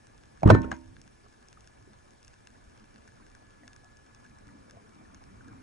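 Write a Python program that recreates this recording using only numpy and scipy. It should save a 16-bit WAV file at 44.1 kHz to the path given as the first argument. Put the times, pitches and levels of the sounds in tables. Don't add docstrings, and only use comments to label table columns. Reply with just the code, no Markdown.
import sys
import numpy as np
from scipy import signal
from scipy.io import wavfile
from scipy.ndimage import uniform_filter1d

SR = 44100
rng = np.random.default_rng(int(sys.argv[2]) if len(sys.argv) > 2 else 0)


def volts_from_decibels(level):
    exponent = np.asarray(level, float) / 20
    return 10 ** exponent


def output_pcm(signal):
    pcm = np.clip(np.atleast_2d(signal).T, -1, 1) * 32767
    wavfile.write(sys.argv[1], SR, np.round(pcm).astype(np.int16))


N = 247842
EDGE_HZ = 11250

# frequency in Hz, likeness from 0 to 1,
# phase lead of the right in radians, left-right level in dB.
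PORT_PAIR = [(40, .7, -.9, -3), (120, .5, -.3, -2), (240, .5, 1.3, 1), (500, .6, 2.9, 1),
             (1250, .6, 2.9, 1), (1700, .8, 6.1, -1), (2400, .2, 6.3, 1), (4200, .3, 5, 1),
             (5400, .7, 4.9, 1.5), (6300, .7, 5.4, 1), (6900, .7, 6.1, 1), (11000, .55, 6.3, 0)]


def evened(x):
    return x / np.sqrt(np.mean(x ** 2) + 1e-20)


def read(points, hz, axis=1):
    points = np.transpose(points)
    return np.interp(np.log(hz + 1), np.log(points[0] + 1), points[axis])


def curves(rows):
    s, *columns = np.transpose(rows)
    return [np.interp(np.arange(N) / SR, s, c) for c in columns]


def add(mix, s, sound):
    part = mix[:, round(s * SR):][:, :sound.shape[1]]
    part += sound[:, :part.shape[1]]


def sides(pan_db):
    return volts_from_decibels(np.array([[pan_db / 2], [-pan_db / 2]]))


def mode(hz, t60, rise, length=.1, apart=1.0, ahead=0):
    t = np.arange(round(length * SR)) / SR
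    port_phase = np.angle(np.exp(1j * read(PORT_PAIR, hz, axis=2)))
    lead = np.array([[0], [ahead + apart * port_phase]])
    envelope = volts_from_decibels(-60 * t / t60) * (1 - np.exp(-t / rise))
    return np.sin(2 * np.pi * hz * t + lead) * envelope


def noise(colour, length=N, size=1024, patchy_db=1.5):
    frames = 4 * length // size + 5
    hz = np.fft.rfftfreq(size, 1 / SR)
    hz = hz[hz < min(colour[-1][0], EDGE_HZ + SR / 50)]
    a, b, c, d, patches = rng.standard_normal((frames, len(hz), 5), dtype=np.float32).T
    patches = uniform_filter1d(patches, size=6, axis=0)
    patches = evened(uniform_filter1d(patches, size=8, axis=1))
    same = np.clip(read(PORT_PAIR, hz), 0, .95)[:, None]
    turn = np.exp(1j * read(PORT_PAIR, hz, axis=2))[:, None]
    tilt = volts_from_decibels(read(PORT_PAIR, hz, axis=3) / 2)[:, None]
    left = a + 1j * b
    right = same * turn * left + np.sqrt(1 - same ** 2) * (c + 1j * d)
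    z = np.array([left * tilt, right / tilt])
    z *= volts_from_decibels(read(colour, hz)[:, None] + patchy_db * patches) / np.sqrt(1 + same * turn.real)
    z = np.pad(z, ((0, 0), (0, size // 2 + 1 - len(hz)), (0, 0)))
    pair = signal.istft(z, nperseg=size, noverlap=3 * size // 4)[1][:, :length]
    return pair / pair.mean(0).std()


def narrowed(pair, width):
    middle = pair.mean(0)
    return middle + width * (pair - middle)


def strokes(rows):
    s, db, hold, t60 = np.transpose(rows)[:, :, None]
    t = np.arange(2 * SR) / SR - s
    rise_db = 2202 * np.maximum(-t, 0)
    fall_db = 60 * np.maximum(t - hold, 0) / t60
    return volts_from_decibels(db - rise_db - fall_db).sum(0)


def whine(rows, waver_hz, flutter_db):
    hz, db = curves(rows)
    drift = uniform_filter1d(uniform_filter1d(rng.standard_normal((2, N)), size=900), size=900)
    drift = drift / drift.std()
    turns = 2 * np.pi * np.cumsum(hz + waver_hz * drift[0]) / SR + np.array([[0], [-.4]])
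    return volts_from_decibels(db + flutter_db * drift[1]) * np.sqrt(2) * np.cos(turns)


def motor():
    # time in seconds, pitch in Hz, level in dB.
    lower_tone = [(0, 1715, -72.5), (1, 1712, -79), (1.6, 1717, -75.5), (2.1, 1712, -75), (2.3, 1712, -80),
                  (2.65, 1715, -76), (3.1, 1710, -74), (3.27, 1718, -74), (3.5, 1705, -70),
                  (3.8, 1696, -67.5), (4.2, 1703, -70.5), (4.58, 1700, -71), (4.75, 1702, -79),
                  (5.2, 1710, -79), (5.62, 1708, -84)]
    # time in seconds, pitch in Hz, level in dB.
    upper_tone = [(0, 2342, -89), (3, 2310, -85), (4.2, 2350, -87), (5, 2313, -79), (5.62, 2380, -80)]
    return whine(lower_tone, 1.2, 1.102) + whine(upper_tone, 25., 2.5)


def water():
    # frequency in Hz, density in dB per Hz.
    rumble_colour = [(15, -23), (30, 2.5), (65, -3), (105, 0), (160, -11), (300, -32.5), (1000, -68)]
    swish_colour = [(80, -38), (150, -11), (220, 3.5), (290, -2.5), (400, -15), (700, -26), (2000, -61)]
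    rustle_colour = [(250, -21.5), (420, -3), (700, -5.5), (1200, -2.5), (1500, -3), (2600, -15),
                     (4000, -41)]
    hiss_colour = [(180, -26), (300, 0.5), (642, -9.5), (725, -6.5), (1290, -15.5), (1680, -4), (1840, -13),
                   (2340, -10), (2530, -14.5), (4720, -17.5), (5330, -14.5), (10600, -21.5), (11400, -26),
                   (14800, -62.5), (22000, -120)]
    # time in seconds, effort in dB.
    motion = [(0, -1.5), (.4, 0.5), (.8, -6), (1.4, -2), (2.2, -2), (2.75, 0.5), (3.5, 1), (3.9, -1),
              (4.45, 3), (4.7, 2.5), (5.1, 3), (5.62, 7)]
    # middle in seconds, length in seconds,
    # rumble change in dB, swish change in dB.
    surges = [(.39, 0.027, 8, -3), (0.903, 0.081, 12.5, 8), (1.123, 0.12, 3.5, 1), (1.35, 0.036, -4.5, 3),
              (1.601, 0.041, 4.5, -0.5), (1.821, 0.037, 3.5, 0.5), (1.908, 0.036, 1.5, 3.5),
              (2.088, 0.075, 0, 2.5), (2.302, 0.056, 2.5, -5.5), (2.561, 0.044, 1, 0.5),
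              (3.638, 0.072, -3, -0.5), (4.07, 0.05, -2.5, -5), (4.54, 0.089, 2, 5.5),
              (4.824, 0.032, -4, 0.5), (4.983, 0.055, -4, 2.5), (5.38, 0.062, 2.5, -1),
              (5.5, 0.057, 1.5, 4)]
    effort_db = curves(motion)[0]
    s, length, *lift_db = np.transpose(surges)
    t = np.arange(0, N / SR, .002)
    swells = np.exp(-((t - s[:, None]) / length[:, None]) ** 2)
    rumble_db, swish_db = curves(np.transpose([t, *np.dot(lift_db, swells)]))
    rumble = volts_from_decibels(-62.5 + 0.55 * effort_db + rumble_db) * noise(rumble_colour, size=2048, patchy_db=1.0)
    swish = volts_from_decibels(-67.5 + 1.2 * effort_db + swish_db) * noise(swish_colour, patchy_db=1.5)
    rustle = volts_from_decibels(-70 + 0.82 * effort_db) * noise(rustle_colour, size=512, patchy_db=3.0)
    hiss = volts_from_decibels(-67.35) * noise(hiss_colour, size=512, patchy_db=1.8)
    return rumble + swish + rustle + hiss


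def gurgles():
    # middle in seconds, half length in seconds, pitch in Hz, level in dB.
    gurgle_rows = [(0.905, 0.026, 107, -55), (1.255, 0.034, 410, -66.5), (1.634, 0.054, 58, -59),
                   (1.833, 0.05, 95, -58.8), (1.891, 0.041, 351, -65.4), (1.918, 0.034, 208, -59.5),
                   (2.824, 0.028, 225.5, -55), (2.829, 0.036, 308, -62.5), (3.223, 0.028, 313, -66),
                   (3.624, 0.038, 303.7, -61), (3.662, 0.057, 258.0, -61), (4.061, 0.036, 269.0, -64.5),
                   (4.308, 0.026, 232, -60), (4.44, 0.064, 97.6, -57.7), (4.517, 0.097, 199.0, -62),
                   (4.56, 0.049, 276.5, -54.5), (4.747, 0.049, 500, -63), (4.777, 0.03, 110, -54.5),
                   (4.829, 0.05, 413, -65), (4.964, 0.039, 234.5, -64), (4.991, 0.046, 150, -63.5),
                   (4.991, 0.074, 308, -62.5), (5.223, 0.064, 280.0, -65), (5.28, 0.063, 152.8, -60.5),
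                   (5.313, 0.023, 192, -57.5), (5.32, 0.07, 385, -70), (5.345, 0.076, 102.6, -58),
                   (5.49, 0.033, 459, -64.5), (5.512, 0.048, 103, -51.5), (5.485, 0.04, 265, -52),
                   (5.575, .045, 262, -52), (5.5, .03, 325, -55), (4.66, .04, 235, -60),
                   (4.77, .025, 690, -63), (5.597, 0.023, 420, -69.4)]
    out, t = np.zeros((2, N)), np.arange(-.3, .3, 1 / SR)
    chances = rng.uniform(-1.12, 1, (len(gurgle_rows), 2))
    for (s, half, hz, db), (c, d) in zip(gurgle_rows, chances):
        wobble = 0.84 * np.sin(2 * np.pi * (18.6 + 4.5 * c) * t + np.pi * d)
        lead = np.array([[0], [0.4 * read(PORT_PAIR, hz, axis=2)]])
        note = np.sin(2 * np.pi * hz * t + wobble + lead)
        add(out, s + t[0], volts_from_decibels(db) * np.exp(-(t / half) ** 2) * note)
    return out


def taps():
    # start in seconds, peak level in dB, pitch in Hz, t60 in seconds.
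    tap_rows = [(1.261, -53, 710, 0.027), (1.263, -45, 1180, 0.021), (1.572, -42.5, 1260, 0.031),
                (1.875, -41.5, 350, 0.026), (2.552, -51, 1750, 0.038), (2.674, -48.5, 62, 0.094),
                (2.776, -50, 1520, .025), (3.221, -49.5, 1690, 0.031), (3.088, -45, 1590, 0.018),
                (3.2, -49.5, 1083, 0.055), (3.633, -46, 626, 0.041), (3.634, -44, 1850, 0.038),
                (3.835, -55, 725, 0.12), (4.25, -47.5, 1640, 0.055), (4.308, -52.5, 121, 0.046),
                (4.31, -52, 2280, 0.029), (4.488, -49, 1380, 0.032), (4.489, -43, 1760, 0.023),
                (4.611, -53.5, 247, 0.29), (4.68, -54, 533, 0.14), (4.729, -53, 572, 0.11),
                (4.769, -48.5, 680, 0.062), (4.77, -50, 494, 0.049), (4.814, -55.5, 430, 0.074),
                (5.01, -52, 727, 0.059), (5.051, -47, 1670, 0.035), (5.1, -49, 1310, .035),
                (5.238, -52, 1210, .02), (5.58, -53, 2300, .03), (5.599, -53, 1480, .04),
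                (5.408, -38.5, 1470, 0.023), (5.481, -43, 1470, 0.062)]
    out = np.zeros((2, N))
    for (s, db, hz, t60), chance in zip(tap_rows, rng.uniform(-0.93, 1, (len(tap_rows), 4))):
        pitches = hz * (1 + 0.123 * (chance - chance.mean()))
        cluster = sum(mode(pitch, t60, 0.0023, length=0.14, apart=0.63) for pitch in pitches)
        add(out, s, volts_from_decibels(db - 7.0) * cluster)
    return out


def shrimp():
    # start in seconds, peak level in dB, low part in dB, middle part in dB.
    near_snaps = [(0.0688, -44.5, -9.5, -14), (.178, -45, -12, -16), (0.9657, -52.5, 8, 0.5),
                  (1.0148, -37.5, -18, -16.5), (1.0765, -45.5, -2.5, -11), (1.4842, -40.5, -24, -17),
                  (1.5277, -40.5, -6, -10.5), (1.6064, -43.5, -22, -15), (1.6735, -40, -9, -14),
                  (2.1063, -47, -16, -16.5), (2.2284, -44, -21.5, -14.5), (2.247, -40, -10.5, -17.5),
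                  (2.279, -39.5, -12, -14), (2.471, -37.5, -8.5, -9.5), (2.942, -54, -7, -9),
                  (2.9588, -56, 10.5, 4), (3.076, -44, -1, -17.5), (3.2993, -49, -22, -13),
                  (3.3495, -43.5, -1, -11.5), (3.6776, -39.5, -4.5, -8), (3.731, -44.5, -7, -8.5),
                  (3.762, -40, -5.5, -16), (3.844, -46, -11, -14), (3.9696, -46, -16, -19),
                  (4.1468, -42, -18, -15), (4.3853, -47, -7, -22), (4.697, -46.5, -1, -10.5),
                  (4.7084, -39, -8, -14.5), (5.145, -41.5, -7, -16), (5.4817, -47.5, -8, -10.5)]
    # start in seconds, peak level in dB.
    dull_snaps = [(0.235, -49.5), (0.8586, -56), (1.342, -57.5), (1.426, -52), (1.643, -50.5),
                  (1.9323, -52), (2.3338, -50.5), (2.3391, -50), (2.4513, -58.5), (2.503, -52.5),
                  (2.611, -58), (2.697, -53.5), (2.775, -51.5), (2.8412, -53), (3.042, -57), (3.0807, -50),
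                  (3.166, -56), (3.2651, -51), (4.063, -52.5), (4.246, -52), (4.4558, -59), (4.47, -50.5),
                  (4.892, -52.5), (5.238, -45.5), (5.5266, -55)]
    # start in seconds, peak level in dB,
    # low part in dB, middle part in dB, left-right level in dB.
    gun_ticks = [(.431, -35, 0, -16, 3), (.4755, -34, -16, -8, 3), (.5437, -34.5, -19, -11, 4),
                 (.6177, -37, -30, -14.5, 1), (.7097, -50, 1, -7, -2), (.7152, -31.5, -15, -25, 2),
                 (.7647, -48, -4, -14, -3)]
    # frequency in Hz, t60 in seconds, level in dB.
    shell_modes = [
        [(1150, 0.0028, 12), (1644, 0.014, 2), (2219, 0.0072, -1)],
        [(2750, 0.0078, 6), (3100, 0.0045, 5.5), (3520, 0.0054, 8), (3900, 0.0035, 5.5), (4240, 0.0037, 7)],
        [(5440, 0.006, 0.5), (6470, 0.0041, 3.5), (7650, 0.0021, 5), (9050, 0.0024, -7), (10200, 0.0037, -11)],
    ]
    reef_pan_db = 3.5
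    far_per_s, far_db, far_spread_db = 84, -68, 5.5
    at, size, low, middle = rng.random((round(far_per_s * N / SR), 4)).T
    crackle_db = far_db - far_spread_db * np.log(size + 0.042)
    far = np.transpose([at * N / SR, crackle_db, 14.0 * low - 13., 11.0 * middle - 17., reef_pan_db + 0 * at])
    near = [(*row, reef_pan_db) for row in near_snaps]
    dull = [(*row, -1.5, -9, reef_pan_db) for row in dull_snaps]
    s, db, low_db, middle_db, pan_db = np.transpose([*gun_ticks, *near, *dull, *far])
    out = np.zeros((2, N))
    places = ((s + 0.00065) * SR).astype(int).clip(0, N - 1)
    for modes, part_db in zip(shell_modes, (low_db, middle_db, 0)):
        weights = rng.standard_normal((len(s), len(modes))).T
        for (hz, t60, level_db), c in zip(modes, weights):
            train = np.zeros((2, N))
            pulse_db = db - 0.57 + level_db + part_db + 1.7 * c
            train[:, places] = volts_from_decibels(pulse_db + np.outer([.5, -.5], pan_db))
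            out += signal.oaconvolve(train, mode(hz, t60, 0.00053, length=0.079), axes=1)[:, :N]
    return out


def splash():
    # start in seconds, level in dB, hold in seconds, t60 in seconds.
    sprays = [
        (.505, -50, .01, .16),
        (.545, -57, .03, .18),
        (.632, -58, .02, .08),
        (.722, -55, .008, .09),
        (.74, -64, .02, .12),
    ]
    # frequency in Hz, density in dB per Hz.
    fizz_colour = [(400, -20), (900, -3), (1550, 0), (2400, -5), (3300, -13), (4700, -20), (6500, -16),
                   (8000, -23), (11000, -32)]
    fizz = strokes(sprays)[:SR] * noise(fizz_colour, length=SR, size=256, patchy_db=4.0)
    return np.pad(fizz, ((0, 0), (0, N - SR)))


def ring():
    modes_hz = [183, 257, 328, 405, 599, 760, 921, 1073, 1280, 1400, 1518, 1681, 1790, 1900, 2011, 2236,
                2391, 2580, 4080, 6550]
    # level in dB, t60 in seconds, left-right level in dB,
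    # phase lead of the right in radians.
    mode_rows = [(-18.5, 0.33, -0.5, 1.8), (-25.5, 0.71, -8.5, 1.76), (-30, 0.67, -15, 0.97),
                 (-35, .3, 2, -1), (-34.5, 0.65, 1, 2), (-40.5, .2, -2, 1), (-31.5, .55, -4.5, 0.9),
                 (-31.5, .42, 10, 1.4), (-41, 0.24, -3, 2), (-40.5, .25, -9.5, -0.5),
                 (-26.5, 0.31, -11, 3.5), (-45, .5, -0.5, 1), (-25, 0.36, 8, 2), (-36, .15, -2, 0),
                 (-45.5, .25, 13, 1.1), (-48, 0.34, 10, -1), (-49, .35, 11.5, 2), (-49.5, .22, 10, .5),
                 (-43.5, 0.21, -8, 1.06), (-56, .2, 0, 1)]
    start_s, rise_s = .505, .028
    damp_s, damp_over_hz, damp_db = .59, 1600, -9
    out = np.zeros((2, N))
    shakes = rng.standard_normal((len(mode_rows), round(.8 * SR)))
    for hz, (db, t60, pan_db, ahead), shake in zip(modes_hz, mode_rows, shakes):
        flutter_db = 1.5 * evened(uniform_filter1d(uniform_filter1d(shake, size=500), size=500))
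        t = np.arange(len(shake)) / SR + start_s
        flutter_db += damp_db * (hz > damp_over_hz) * np.clip((t - damp_s) / .012, 0, 1)
        tone = mode(hz, t60, rise_s, length=.8, apart=0, ahead=ahead)
        add(out, start_s, volts_from_decibels(db + flutter_db) * sides(pan_db) * tone)
    return out


def bands():
    # start in seconds, level in dB, hold in seconds, t60 in seconds.
    whips = [
        (.435, -27.5, 0.0013, 0.049),
        (.458, -15.5, 0.027, .04),
        (.509, -15.5, 0.006, 0.04),
        (.523, -14.5, 0.017, .055),
        (.6, -37.5, 0.018, 0.49),
        (.9, -65, .001, 0.63),
    ]
    # start in seconds, level in dB, hold in seconds, t60 in seconds.
    churns = [
        (.435, -35.5, .001, 0.4),
        (.46, -16.5, 0.004, 0.32),
        (.51, -26, 0.054, 0.16),
        (.64, -42, 0.081, 0.23),
        (.9, -62, 0.094, 1),
    ]
    # frequency in Hz, density in dB per Hz.
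    churn_colour = [(18, -57.5), (50, -26), (66, -3.5), (105, -6.5), (170, -2.5), (330, -14), (626, -27),
                    (1000, -31), (1600, -36.5), (2300, -45.5), (4200, -65), (11000, -77.5)]
    # time in seconds, rate in Hz.
    flap_rate = [
        (.435, 173.5),
        (.455, 103.5),
        (.55, 103.5),
        (.585, 69.4),
        (1.15, 70.3),
    ]
    hz = curves(flap_rate)[0][:2 * SR]
    turns = 2 * np.pi * np.cumsum(hz) / SR + np.array([[2.75], [3.0]])
    stroke = np.cos(turns)
    stroke = stroke + 0.36 * np.cos(2 * turns + np.array([[2.2], [2.9]]))
    stroke = stroke + 0.15 * np.cos(3 * turns + 0.26)
    churn = strokes(churns) * noise(churn_colour, length=2 * SR, size=512, patchy_db=1.5)
    sound = strokes(whips) * np.sqrt(2) * stroke * sides(-4.5) + narrowed(churn, 0.85)
    return np.pad(sound, ((0, 0), (0, N - 2 * SR)))


def knocks():
    # frequency in Hz, density in dB per Hz.
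    crack_colour = [(200, -26.5), (700, 17), (1500, 8), (2000, -2.5), (2600, -2), (3500, -6.5), (4300, -8),
                    (4700, -14), (5500, -11.5), (6700, -18.5), (8500, -20), (11000, -30)]
    # start in seconds, peak level in dB, pitch in Hz,
    # t60 in seconds, crack level in dB.
    trigger = [(0.4221, -36, 600, 0.015, -53), (0.4319, -18, 653, 0.027, -37),
               (.4325, -36, 2270, 0.0095, -42), (0.4349, -20, 814, 0.016, -45),
               (.4415, -24, 784, 0.017, -59)]
    release = [(.4655, -23, 180, .12, -60), (.456, -21.5, 64, .16, -59.5), (0.4572, -21.5, 324, 0.072, -42),
               (.4755, -12, 414, 0.012, -28), (0.4779, -25, 1170, .028, -43.5),
               (0.4892, -39, 2900, .012, -24.5), (0.4946, -28, 900, 0.011, -22.5)]
    slam = [(.5009, -8.5, 480, .02, -15), (.5008, -14, 1300, .02, -30), (.5137, -19, 220, .045, -30),
            (0.5121, -30, 1060, 0.03, -42.5), (.5145, -21, 470, 0.03, -39.5),
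            (0.5196, -20, 330, .025, -50.5)]
    slam_left = [(.5033, -15, 640, .058, -18), (.5028, -24, 1285, .02, -30), (.5065, -33, 830, .035, -28),
                 (.5075, -34, 2245, .03, -37), (.5022, -32, 2620, .014, -40)]
    slam_right = [(.5028, -17, 1480, .018, -17), (.5025, -36, 3150, .014, -30),
                  (.5052, -20, 640, .028, -33), (.51, -30, 1495, .04, -35), (.5027, -36, 4150, .012, -40)]
    rebound = [(.5445, -20, 190, .05, -60), (0.543, -43, 2360, 0.019, -38), (0.5486, -10, 364, 0.018, -29),
               (0.5494, -19, 1330, 0.012, -29), (.5515, -25, 960, .016, -45), (.645, -34, 420, 0.027, -50),
               (0.643, -41, 1370, 0.024, -43), (.677, -42, 560, 0.025, -73)]
    line_snap = [(.7145, -33, 2000, 0.014, -38), (.7165, -22.5, 1620, .014, -38),
                 (.7157, -33, 1220, 0.018, -50), (.7165, -37.5, 2950, 0.0089, -53),
                 (.7155, -49, 4200, .014, -60), (.716, -48, 5475, .012, -60), (.7155, -46, 6697, .02, -60),
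                 (.739, -62, 6560, .05, -55), (.719, -46, 760, 0.03, -60), (.7235, -40, 1300, .015, -49),
                 (.7262, -40, 1630, 0.012, -39), (.7265, -43, 2120, .016, -60), (.729, -46, 1390, .03, -60),
                 (.736, -54.5, 965, .17, -66), (.739, -52, 1570, .06, -62), (.744, -65, 2090, .1, -66),
                 (.735, -64, 2430, .07, -66)]
    blows = (trigger, release, slam, slam_left, slam_right, rebound, line_snap)
    blow_pan_db = [-3, -2, -.6, 6, -7, -1.5, 2]
    blow_apart = [0.6, .6, 0.05, 0.62, .5, 0.23, 0.18]
    blow_rise_s = [.0008, .0014, .0004, .0007, .0007, .0014, .0014]
    out, t = np.zeros((2, N)), np.arange(1500) / SR
    grit = narrowed(noise(crack_colour, length=SR, size=256, patchy_db=0.0), 0.9)
    burst = volts_from_decibels(-60 * t / 0.017) + volts_from_decibels(-21.5 - 60 * t / 0.079)
    burst = burst * (1 - np.exp(-t / 0.00022))
    for blow, pan_db, apart, rise in zip(blows, blow_pan_db, blow_apart, blow_rise_s):
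        for s, db, hz, t60, crack_db in blow:
            crack = grit[:, round(s * SR):][:, :len(t)] * burst
            add(out, s, sides(pan_db) * volts_from_decibels(crack_db - 3.0) * crack)
            add(out, s, sides(pan_db) * volts_from_decibels(db + 8.0) * mode(hz, t60, rise, apart=apart))
    return out


def scene():
    background = motor() + water() + gurgles() + taps() + shrimp()
    gun = splash() + ring() + bands() + knocks()
    return background + gun


def band_limit(x):
    return signal.sosfilt(signal.butter(12, 11950, fs=SR, output="sos"), x)


def record(dry):
    limited = dry / (1 + (abs(dry) / 1.05) ** 4) ** .25
    edge = signal.firwin(301, EDGE_HZ, window=("kaiser", 9), fs=SR)
    return band_limit(signal.oaconvolve(limited, edge[None], "same"))


dry = scene()
out = record(dry)
output_pcm(out)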